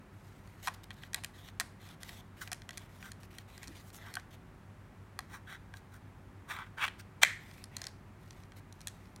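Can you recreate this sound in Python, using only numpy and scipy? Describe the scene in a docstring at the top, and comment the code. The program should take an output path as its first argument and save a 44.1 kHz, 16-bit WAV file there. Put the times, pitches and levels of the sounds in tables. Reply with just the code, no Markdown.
"""Knife and plastic sheath.

Hands turn a stiff sheath with a leather loop over a table in a quiet, ventilated room.
Fingers rub it, the loop and its snap stud tick against the shell, and a knife is picked up.
The blade sticks and slips along the hollow shell in short pushes, then locks with one loud snap.
Afterwards the sheathed knife rattles faintly."""
import sys
import numpy as np
from scipy import signal
from scipy.fft import rfft, irfft, next_fast_len
from scipy.io import wavfile
from scipy.ndimage import uniform_filter1d, map_coordinates

SR = 44100
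rng = np.random.default_rng(int(sys.argv[2]) if len(sys.argv) > 2 else 0)


def transcribe(u):
    """Save the signal u as a 16-bit wav file named by the first command-line argument.

    u: samples, shape (n,) or (channels, n), limited to [-1, 1]; the rate is SR.
    q: integer samples, one column per channel.
    """
    v = np.clip(np.atleast_2d(u).T, -1, 1)
    q = np.round(v * 32767).astype(np.int16)
    wavfile.write(sys.argv[1], SR, q)


N = 405719


def amp(db):
    """Decibels to gain."""
    return 10 ** (np.asarray(db) / 20)


def unit(x):
    """Scales to rms 1."""
    return x / np.sqrt(np.mean(x ** 2) + 1e-20)


def lookup(points, hz):
    """Interpolates a table over log frequency."""
    f, value = np.transpose(points)
    return np.interp(np.log(hz + 1), np.log(f), value)


def add(mix, start_s, sound):
    """Mixes a sound in, in place."""
    part = mix[round(start_s * SR):][:len(sound)]
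    part += sound[:len(part)]


def butter(x, order, hz, kind):
    """Butterworth filter."""
    return signal.sosfilt(signal.butter(order, hz, kind, fs=SR, output="sos"), x)


def resonate(x, hz, width_hz):
    """One resonance, peak gain 1."""
    return signal.lfilter(*signal.iirpeak(hz, hz / width_hz, SR), x)


def coloured(x, spectrum):
    """Shapes x by a spectrum; rms 1."""
    size = next_fast_len(len(x))
    gain = amp(lookup(spectrum, np.fft.rfftfreq(size, 1 / SR)))
    return unit(irfft(rfft(x, size) * gain, size)[:len(x)])


def drift(rate_hz):
    """Ramps between random values; rms 1."""
    knots = rng.standard_normal(8192)
    return unit(map_coordinates(knots, [np.arange(N) * rate_hz / SR], order=1, mode="wrap"))


def stroke(peak_s, rise_s, fall_s, power):
    """Start time and rise-fall envelope (rms 1)."""
    up = np.linspace(0, 1, int(rise_s * SR) + 2)
    down = np.linspace(1, 0, int(fall_s * SR) + 2)
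    return max(peak_s - rise_s, 0), unit(np.concatenate([up, down]) ** power)


def friction(slips_per_s, spread_db, hiss_gain, flutter_hz, patch_db):
    """Tiny uneven slips over a hiss; the moving contact favours ever different narrow bands."""
    sizes = amp(spread_db * np.minimum(rng.exponential(1, N), 4)) * rng.choice([-1, 1], N)
    slips = unit(sizes * (rng.random(N) < slips_per_s / SR))
    grain = unit(slips + hiss_gain * rng.standard_normal(N)) * amp(2 * drift(flutter_hz))
    spectra = signal.stft(grain, SR, nperseg=512)[2]
    patches = uniform_filter1d(rng.standard_normal(spectra.shape), size=4, axis=0)
    patches = unit(uniform_filter1d(patches, size=12, axis=1))
    return unit(signal.istft(spectra * amp(patch_db * patches), SR, nperseg=512)[1][:N])


# knock, middle and tick bands: low/Hz, high/Hz
CONTACT_BANDS = [(700, 1400), (1400, 4000), (4000, 16000)]
def balance(x, span_s, level_db, knock_db, tick_db):
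    """Sets each band's rms over the first span_s; knock and tick are relative to the middle."""
    out = np.zeros(len(x))
    for band_hz, db in zip(CONTACT_BANDS, (knock_db, 0, tick_db)):
        part = butter(x, 3, band_hz, "band")
        rms = np.sqrt(np.mean(part[:int(span_s * SR)] ** 2) + 1e-20)
        out += part * amp(level_db + db) / rms
    return out


# air rush spectrum: f/Hz, relative level/dB
RUSH_SPECTRUM = [(20, -31), (30, -8), (45, -1.5), (80, -3.5), (140, 1), (200, -1.5), (300, -8), (480, -14),
                 (1000, -14), (2000, -19.5), (3000, -28), (5000, -35), (9000, -37.5), (16000, -43)]
# mains and fan motor tones: f/Hz, rms level/dB
HUM_TONES = [(46.8, -68.5), (61.2, -68), (93.6, -60.5), (100, -62), (103.1, -66.5), (200, -73.5),
             (374.4, -73)]
def ventilation():
    """Low rush of air; wavering mains and fan tones beat against each other."""
    t = np.arange(N) / SR
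    hum = np.zeros(N)
    for hz, db in HUM_TONES:
        phase = 2 * np.pi * (hz * t + rng.random()) + 0.22 * drift(rate_hz=1.7)
        hum += amp(db) * unit(np.sin(phase))
    return hum + amp(-56.5) * coloured(rng.standard_normal(N), RUSH_SPECTRUM)


# room decay: f/Hz, t60/s
ROOM_T60 = [(300, 0.25), (2000, 0.44), (6000, 0.34), (15000, 0.36)]
def room(x, delay_s, wall_db):
    """One wall echo and a diffuse tail in which each band's energy decays."""
    hz, t, spectra = signal.stft(x, SR, nperseg=256)
    power = uniform_filter1d(abs(spectra) ** 2, size=3, axis=0)
    smeared = uniform_filter1d(power, size=15, axis=0)
    blur = np.clip(hz / 3000 - 1, 0, 1)[:, None]  # high modes radiate differently to every wall
    power = (1 - blur) * power + blur * smeared
    retention = 10 ** (-6 * t[1] / lookup(ROOM_T60, hz))
    held = np.array([signal.lfilter([1 - k], [1, -k], band) for k, band in zip(retention, power)])
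    scatter = signal.stft(rng.standard_normal(N), SR, nperseg=256)[2]
    tail = signal.istft(np.sqrt(abs(held)) * scatter / scatter.std(), SR, nperseg=256)[1][:N]
    return np.pad(tail + amp(wall_db) * x, (int(delay_s * SR), 0))[:N]


def table_bump(peak_s, rise_s, fall_s, level_db):
    """The hand lands softly on the table to pick up the knife."""
    out = np.zeros(N)
    start_s, weight = stroke(peak_s, rise_s, fall_s, power=1.6)
    spectrum = [(30, -20), (90, 8), (200, -5), (310, -3.5), (500, -23), (1500, -50)]  # f/Hz, level/dB
    thud = coloured(rng.standard_normal(len(weight)), spectrum)
    add(out, start_s, amp(level_db) * weight * thud)
    return out


# hiss spectrum: f/Hz, relative level/dB
HISS_SPECTRUM = [(1500, -36.5), (3000, -5), (4000, -5.5), (6000, -4), (9000, -6), (10500, -7.5),
                 (13000, -4.5), (16000, -13)]
# shell body spectrum: f/Hz, relative level/dB
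BODY_SPECTRUM = [(300, -18), (700, 4.5), (1300, -1.5), (2000, 6), (2800, -7), (3600, -1.5), (5500, -19.5),
                 (16000, -44)]
# finger strokes, and the shell ringing near 1.9 kHz after the clack at 1.13 s:
# start/s, length/s, hiss/dB re bus, body/dB re hiss, rasp/Hz
RUBS_AND_RING = [(0.127, 0.65, -77, 1, 1980), (0.627, .05, -55, -3, 2000), (0.738, 0.012, -60, -8, 3200),
                 (0.834, 0.01, -59.5, -3, 3420), (0.93, 0.016, -67.5, -8, 3900),
                 (0.959, 0.12, -73, 4.5, 4000), (1.137, 0.058, -73, 15.5, 1860),
                 (1.336, 0.17, -68.5, 3, 3570), (1.799, 0.15, -69, 4, 3400), (2.002, 0.21, -64.5, 1, 3360),
                 (2.366, .12, -65.5, 0, 2020), (2.705, 0.17, -74, 6.5, 3300),
                 (2.89, 0.24, -71.5, 1.5, 2100), (3.201, .06, -69.5, -2.5, 2690),
                 (3.305, 0.12, -70, 2, 2690), (3.477, 0.34, -71, 4.5, 2420), (3.73, 0.18, -69, -20, 2380),
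                 (3.928, 0.054, -62, -9, 2380), (3.979, 0.23, -72.5, 10.5, 1690),
                 (4.306, 0.055, -69, 2, 3330), (7.401, .24, -70.5, 3, 2150),
                 (7.715, 0.18, -73.5, 10.5, 2280), (8.202, 0.26, -78.5, 2, 2400),
                 (8.561, 0.038, -71, 1.5, 2400), (8.741, 0.4, -80, 2.5, 2380)]
def rubs_and_ring():
    """Fingers hiss over plastic, leather and table and stir the shell; once it rings after a clack."""
    out = np.zeros(N)
    grain = friction(slips_per_s=900, spread_db=0.5, hiss_gain=0.96, flutter_hz=77, patch_db=2.8)
    hiss, body = coloured(grain, HISS_SPECTRUM), coloured(grain, BODY_SPECTRUM)
    for start_s, length_s, hiss_db, body_db, rasp_hz in RUBS_AND_RING:
        rise_s = 0.75 * length_s
        start_s, envelope = stroke(start_s + rise_s, rise_s, length_s - rise_s, power=0.2)
        span = slice(int(start_s * SR), int(start_s * SR) + len(envelope))
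        rasp = unit(resonate(resonate(grain[span], rasp_hz, width_hz=1200), rasp_hz, width_hz=1200))
        sound = hiss[span] + amp(body_db) * unit(body[span] + amp(-10.5) * rasp)
        add(out, start_s, amp(hiss_db) * envelope[:len(sound)] * sound)
    return out


# hand-damped shell modes: f/Hz, relative level/dB, t60/s
SHELL_MODES = [(712, -10.5, 0.034), (1085, -14, 0.036), (1285, -22.5, 0.022), (1600, -4, 0.026),
               (1902, 2, 0.023), (2435, 4, 0.0094), (3276, -1, 0.014), (4156, -1, 0.013), (5650, 0, 0.0073),
               (7180, -9, 0.0028), (9220, -9, 0.027)]
def contact(level_db, knock_db, tick_db, free_hz, top_hz=None):
    """A crack plus shell modes; the part the grip leaves free rings louder and longer."""
    if top_hz is None:
        top_hz = 9600 * 2 ** ((level_db + 42) / 56)  # stronger contacts are briefer, so reach higher
    t = np.arange(4096) / SR
    hz, db, t60_s = np.transpose(SHELL_MODES)[:, :, None]
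    free = np.exp(-(np.log(hz / free_hz) / 0.087) ** 2)
    place, grip, side = rng.standard_normal((3, len(hz), 1))
    envelopes = amp(db + 7.5 * free + 2 * place - 60 * t / (t60_s * 1.2 ** free))
    modes = np.sign(side) * envelopes * np.sin(2 * np.pi * hz * (1 + 0.018 * grip) * t)
    crack_db = np.clip(7 - 0.18 * knock_db, -3, 9)  # glancing ticks are mostly crack
    burst = rng.standard_normal(len(t)) * amp(crack_db - 60 * t / 0.012)
    crack = signal.lfilter([1, -1], [1, -0.8], burst)  # high-pass
    hit = butter(modes.sum(0) + crack, 2, [600, min(top_hz, 19000)], "band")
    return balance(hit, 0.0049, level_db, knock_db, tick_db)


def faint_ticks(per_s, above_hiss_db, spread_db):
    """The loop or stud may tick during a rub or the ring, louder with stronger hiss."""
    out = np.zeros(N)
    tries = 4
    for start_s, length_s, hiss_db, *_ in RUBS_AND_RING:
        for chance, place, size in rng.random((tries, 3)):
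            level_db = hiss_db + above_hiss_db + spread_db * (2 * size - 1)
            tick = contact(level_db, knock_db=-3, tick_db=-1, free_hz=2400)
            if chance < per_s * length_s / tries:
                add(out, start_s + place * length_s, tick)
    return out


# single taps: t/s, level/dB re bus, knock/dB, tick/dB, free part/Hz
SHELL_TAPS = [(0.673, -36, 4, -2, 1090), (1.0347, -44.5, -9, -15, 2140), (1.4867, -50.5, -5, -8, 2220),
              (1.61, -36.5, -1.5, -9, 1950), (2.032, -44.5, -12, 0, 2930), (2.092, -44, -15, -9, 3300),
              (2.4755, -45, -11, -7, 730), (2.5238, -46, -1, -7, 730), (2.619, -51.5, -19, -5, 740),
              (3.027, -46.5, -12, -12, 2730), (3.1179, -49, -18, 3, 2920), (3.384, -45, -26, -2.5, 3300),
              (3.5786, -52.5, -8, 0.5, 2900), (3.9026, -58.5, -6, 0, 2400), (3.9458, -58, -1, 2, 2400),
              (4.1686, -39.5, 5.5, -28, 1570), (5.1902, -38, 1, -2, 1310), (5.5258, -51, 4, -7, 1590),
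              (5.739, -47.5, -0.5, -12, 1610), (5.7696, -59, -14, 2.5, 4260)]
def taps():
    """Stud, nail or blade tip strikes the shell once."""
    out = np.zeros(N)
    for start_s, level_db, knock_db, tick_db, free_hz in SHELL_TAPS:
        add(out, start_s, contact(level_db, knock_db, tick_db, free_hz))
    return out


# double contacts: t/s, gap/s, first/dB re bus, second/dB re bus, knock/dB, tick/dB, free part/Hz
SHELL_CLACKS = [(0.6792, 0.00416, -36.5, -36, 5.5, -8.5, 1090), (0.9058, 0.007, -43, -49, -8, -13.5, 2120),
                (1.1327, 0.012, -44.5, -31.5, -11, -0.5, 2220), (1.2366, 0.009, -43.5, -37, -8.5, -2, 2930),
                (1.599, 0.0061, -30.5, -37.5, -7, 0, 2020), (2.517, 0.013, -40.5, -38.5, -4, 1, 730),
                (2.6911, .0163, -41.5, -45.5, -8, -6, 726), (2.7734, .005, -45, -45, -11, 1.5, 2330),
                (3.631, 0.0092, -47, -53, -10, -2, 2800), (3.6737, 0.0062, -54.5, -53.5, -16, 5, 2680),
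                (4.1398, 0.014, -46.5, -43, -13, 2.5, 1600),
                (6.8794, 0.0041, -36.5, -39.5, -6, -14.5, 2160),
                (8.872, 0.01, -40.5, -48.5, -12, 4.5, 3200)]
def clacks():
    """The shell rocks and hits twice; the second hit glances, thinner and brighter."""
    out = np.zeros(N)
    for start_s, gap_s, first_db, second_db, knock_db, tick_db, free_hz in SHELL_CLACKS:
        add(out, start_s, contact(first_db, knock_db, tick_db, free_hz))
        add(out, start_s + gap_s, contact(second_db, knock_db - 10, tick_db + 1, free_hz))
    return out


# knife ticks: t/s, level/dB re bus, tick/dB, top/Hz
KNIFE_RATTLES = [(7.5126, -55, -3.5, 6600), (7.6403, -52, 8, 7700), (7.767, -45, 9, 7850),
                 (7.817, -45.5, 5, 6060), (7.841, -51, 8.5, 6200), (7.8525, -58, 5, 6100),
                 (7.8682, -47, 9.5, 6750), (8.3076, -55.5, 5.5, 4340), (8.5202, -54.5, -7, 6000),
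                 (8.7254, -60.5, 7.5, 10500), (8.8065, -57, 2, 8460), (8.8148, -59, 7, 7950),
                 (9.161, -58, 5.5, 8900)]
def rattles():
    """The sheathed knife ticks against the walls."""
    out = np.zeros(N)
    for start_s, level_db, tick_db, top_hz in KNIFE_RATTLES:
        add(out, start_s, contact(level_db, knock_db=-7, tick_db=tick_db, free_hz=6390, top_hz=top_hz))
    return out


# blade travel: t/s, depth/fraction
BLADE_DEPTH = [(5.5, 0), (6.5, 0.17), (6.78, 0.55), (6.85, 0.8)]
# scraped resonances: f/Hz, width/Hz, gain at depth 0/dB, gain at depth 1/dB
HOLLOW_MODES = [(872, 260, -1.5, -4), (1130, 180, 3, 2.5), (1567, 180, 5.5, 2), (1990, 130, 0, -2.5),
                (2280, 190, -6.5, 0.5), (2690, 97, -10.5, 0), (3180, 550, -10.5, -7), (3970, 88, -13, -19),
                (5560, 510, -18, -31), (9100, 710, -17, -19), (13000, 4700, -23, -29)]
def blade_friction():
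    """Steel sticks and slips on plastic; the resonances change weight as the blade fills the hollow."""
    grit = friction(slips_per_s=2500, spread_db=3.5, hiss_gain=0.64, flutter_hz=190, patch_db=2.5)
    depth = np.interp(np.arange(N) / SR, *np.transpose(BLADE_DEPTH))
    ring = np.zeros(N)
    for k, (hz, width_hz, mouth_db, deep_db) in enumerate(HOLLOW_MODES):
        gain = amp(mouth_db) * (1 - depth) + amp(deep_db) * depth
        ring += (-1) ** k * gain * resonate(grit, hz, width_hz)
    return butter(ring, 2, 650, "high")


# short slides: peak/s, rise/s, fall/s, level/dB re bus, knock/dB, tick/dB
EDGE_SLIDES = [(2.425, 0.021, 0.019, -46.5, -8, -5), (3.05, 0.024, 0.054, -55, -4.5, -7.5),
               (4.09, 0.059, 0.028, -58, -1, -10), (5.351, 0.074, 0.039, -55.5, 0, -6.5),
               (5.514, 0.054, 0.067, -52, -8.5, -12), (5.77, 0.033, .03, -69, -8, 2),
               (5.945, 0.037, 0.046, -65.5, 0.5, -3), (7.007, 0.029, 0.008, -56, -30, -1),
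               (7.223, 0.008, 0.017, -35, -7, -6), (7.232, 0.0045, 0.012, -29, -5.5, -2)]
def scrapes(ring):
    """A hard edge slides briefly on the plastic, louder with speed."""
    out = np.zeros(N)
    for peak_s, rise_s, fall_s, level_db, knock_db, tick_db in EDGE_SLIDES:
        start_s, speed = stroke(peak_s, rise_s, fall_s, power=0.98)
        slide = np.pad(speed * ring[int(start_s * SR):][:len(speed)], (0, 256))
        add(out, start_s, balance(slide, len(speed) / SR, level_db, knock_db, tick_db))
    return out


# one curve per push: t/s, rasp/dB re bus, grit/dB re rasp
PUSH_CURVES = [
    [(6.47, -86, -6), (6.486, -52, -7), (6.51, -38, -14.5), (6.528, -43, -10), (6.628, -47.5, -23),
     (6.666, -60, -15), (6.7, -82, -16)],
    [(6.768, -78, -3), (6.774, -48, -15), (6.832, -30.5, -16), (6.852, -31, -14.5), (6.864, -43, -8),
     (6.875, -46, -6)],
]
def pushes(ring):
    """Two longer pushes of the blade; rasp and grit follow the force of the hand."""
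    out = np.zeros(N)
    for curve in PUSH_CURVES:
        times_s, level_db, grit_db = np.transpose(curve)
        span = np.arange(int(times_s[0] * SR), int(times_s[-1] * SR))
        rasp = unit(butter(ring[span], 3, 4000, "low"))
        grit = unit(butter(ring[span], 3, 4000, "high"))
        force = amp(np.interp(span / SR, times_s, level_db))
        grit_gain = amp(np.interp(span / SR, times_s, grit_db))
        add(out, times_s[0], force * (rasp + grit_gain * grit))
    return out


# air resonances of the sheath: f/Hz, width per stage/Hz, gain/dB
AIR_MODES = [(1660, 270, -4.5), (2000, 470, -3)]
def cavity(x):
    """The air inside the sheath rings."""
    return sum(amp(db) * resonate(resonate(x, hz, width), hz, width) for hz, width, db in AIR_MODES)


# modes of the shell stretched around the blade: f/Hz, relative level/dB, t60/s
CLAMPED_MODES = [(414, -28, 0.012), (606, -12.5, 0.024), (985, -12, .016), (1590, -2, 0.013),
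                 (2035, 1, 0.024), (2380, -2, 0.031), (2600, -6.5, 0.021), (3250, 0.5, 0.021),
                 (4080, -2, 0.014), (4890, -8.5, 0.0028), (7000, 7.5, 0.0022), (13600, -8.5, 0.0036)]
# lock and rebound: t/s, gain/dB
LATCH_HITS = [(7.2330, -12.5), (7.2356, -26)]
def latch():
    """The sheath's lips spring shut behind the blade's shoulder: a crack, and every mode rings."""
    out = np.zeros(N)
    t = np.arange(4096) / SR
    modes = sum((-1) ** k * amp(db - 60 * t / t60_s) * np.sin(2 * np.pi * hz * t)
                for k, (hz, db, t60_s) in enumerate(CLAMPED_MODES))
    for start_s, gain_db in LATCH_HITS:
        burst = rng.standard_normal(len(t)) * amp(-2 - 60 * t / 0.01)
        crack = butter(burst, 1, [4000, 9000], "band")
        add(out, start_s, amp(gain_db) * (modes + crack))
    return out


def scene():
    """Mono mix of handling buses, snap, reflections and ventilation."""
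    clicks = amp(-0.83) * (taps() + clacks() + rattles())
    ticks = faint_ticks(per_s=6, above_hiss_db=9.5, spread_db=8)
    ring = blade_friction()
    scraping = amp(-0.23) * (scrapes(ring) + pushes(ring))
    handling = clicks + ticks + scraping + amp(3) * rubs_and_ring()
    handling += table_bump(peak_s=3.685, rise_s=0.04, fall_s=0.1, level_db=-54)
    snap = latch()
    mouth = amp(-6) * cavity(snap)  # the sheath's mouth faces the room
    radiated = amp(-18) * handling + amp(-15.5) * snap + mouth
    radiated = butter(radiated, 1, 12000, "low")  # wall absorption
    reflections = room(radiated, delay_s=0.015, wall_db=-1)
    return (handling + snap + reflections + ventilation())[None]


def record(dry):
    """Steep low-pass at 16.05 kHz."""
    kernel = signal.firwin(401, 16050, window=("kaiser", 8), fs=SR)
    return signal.oaconvolve(dry, kernel[None], "same")


dry = scene()
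out = record(dry)
transcribe(out)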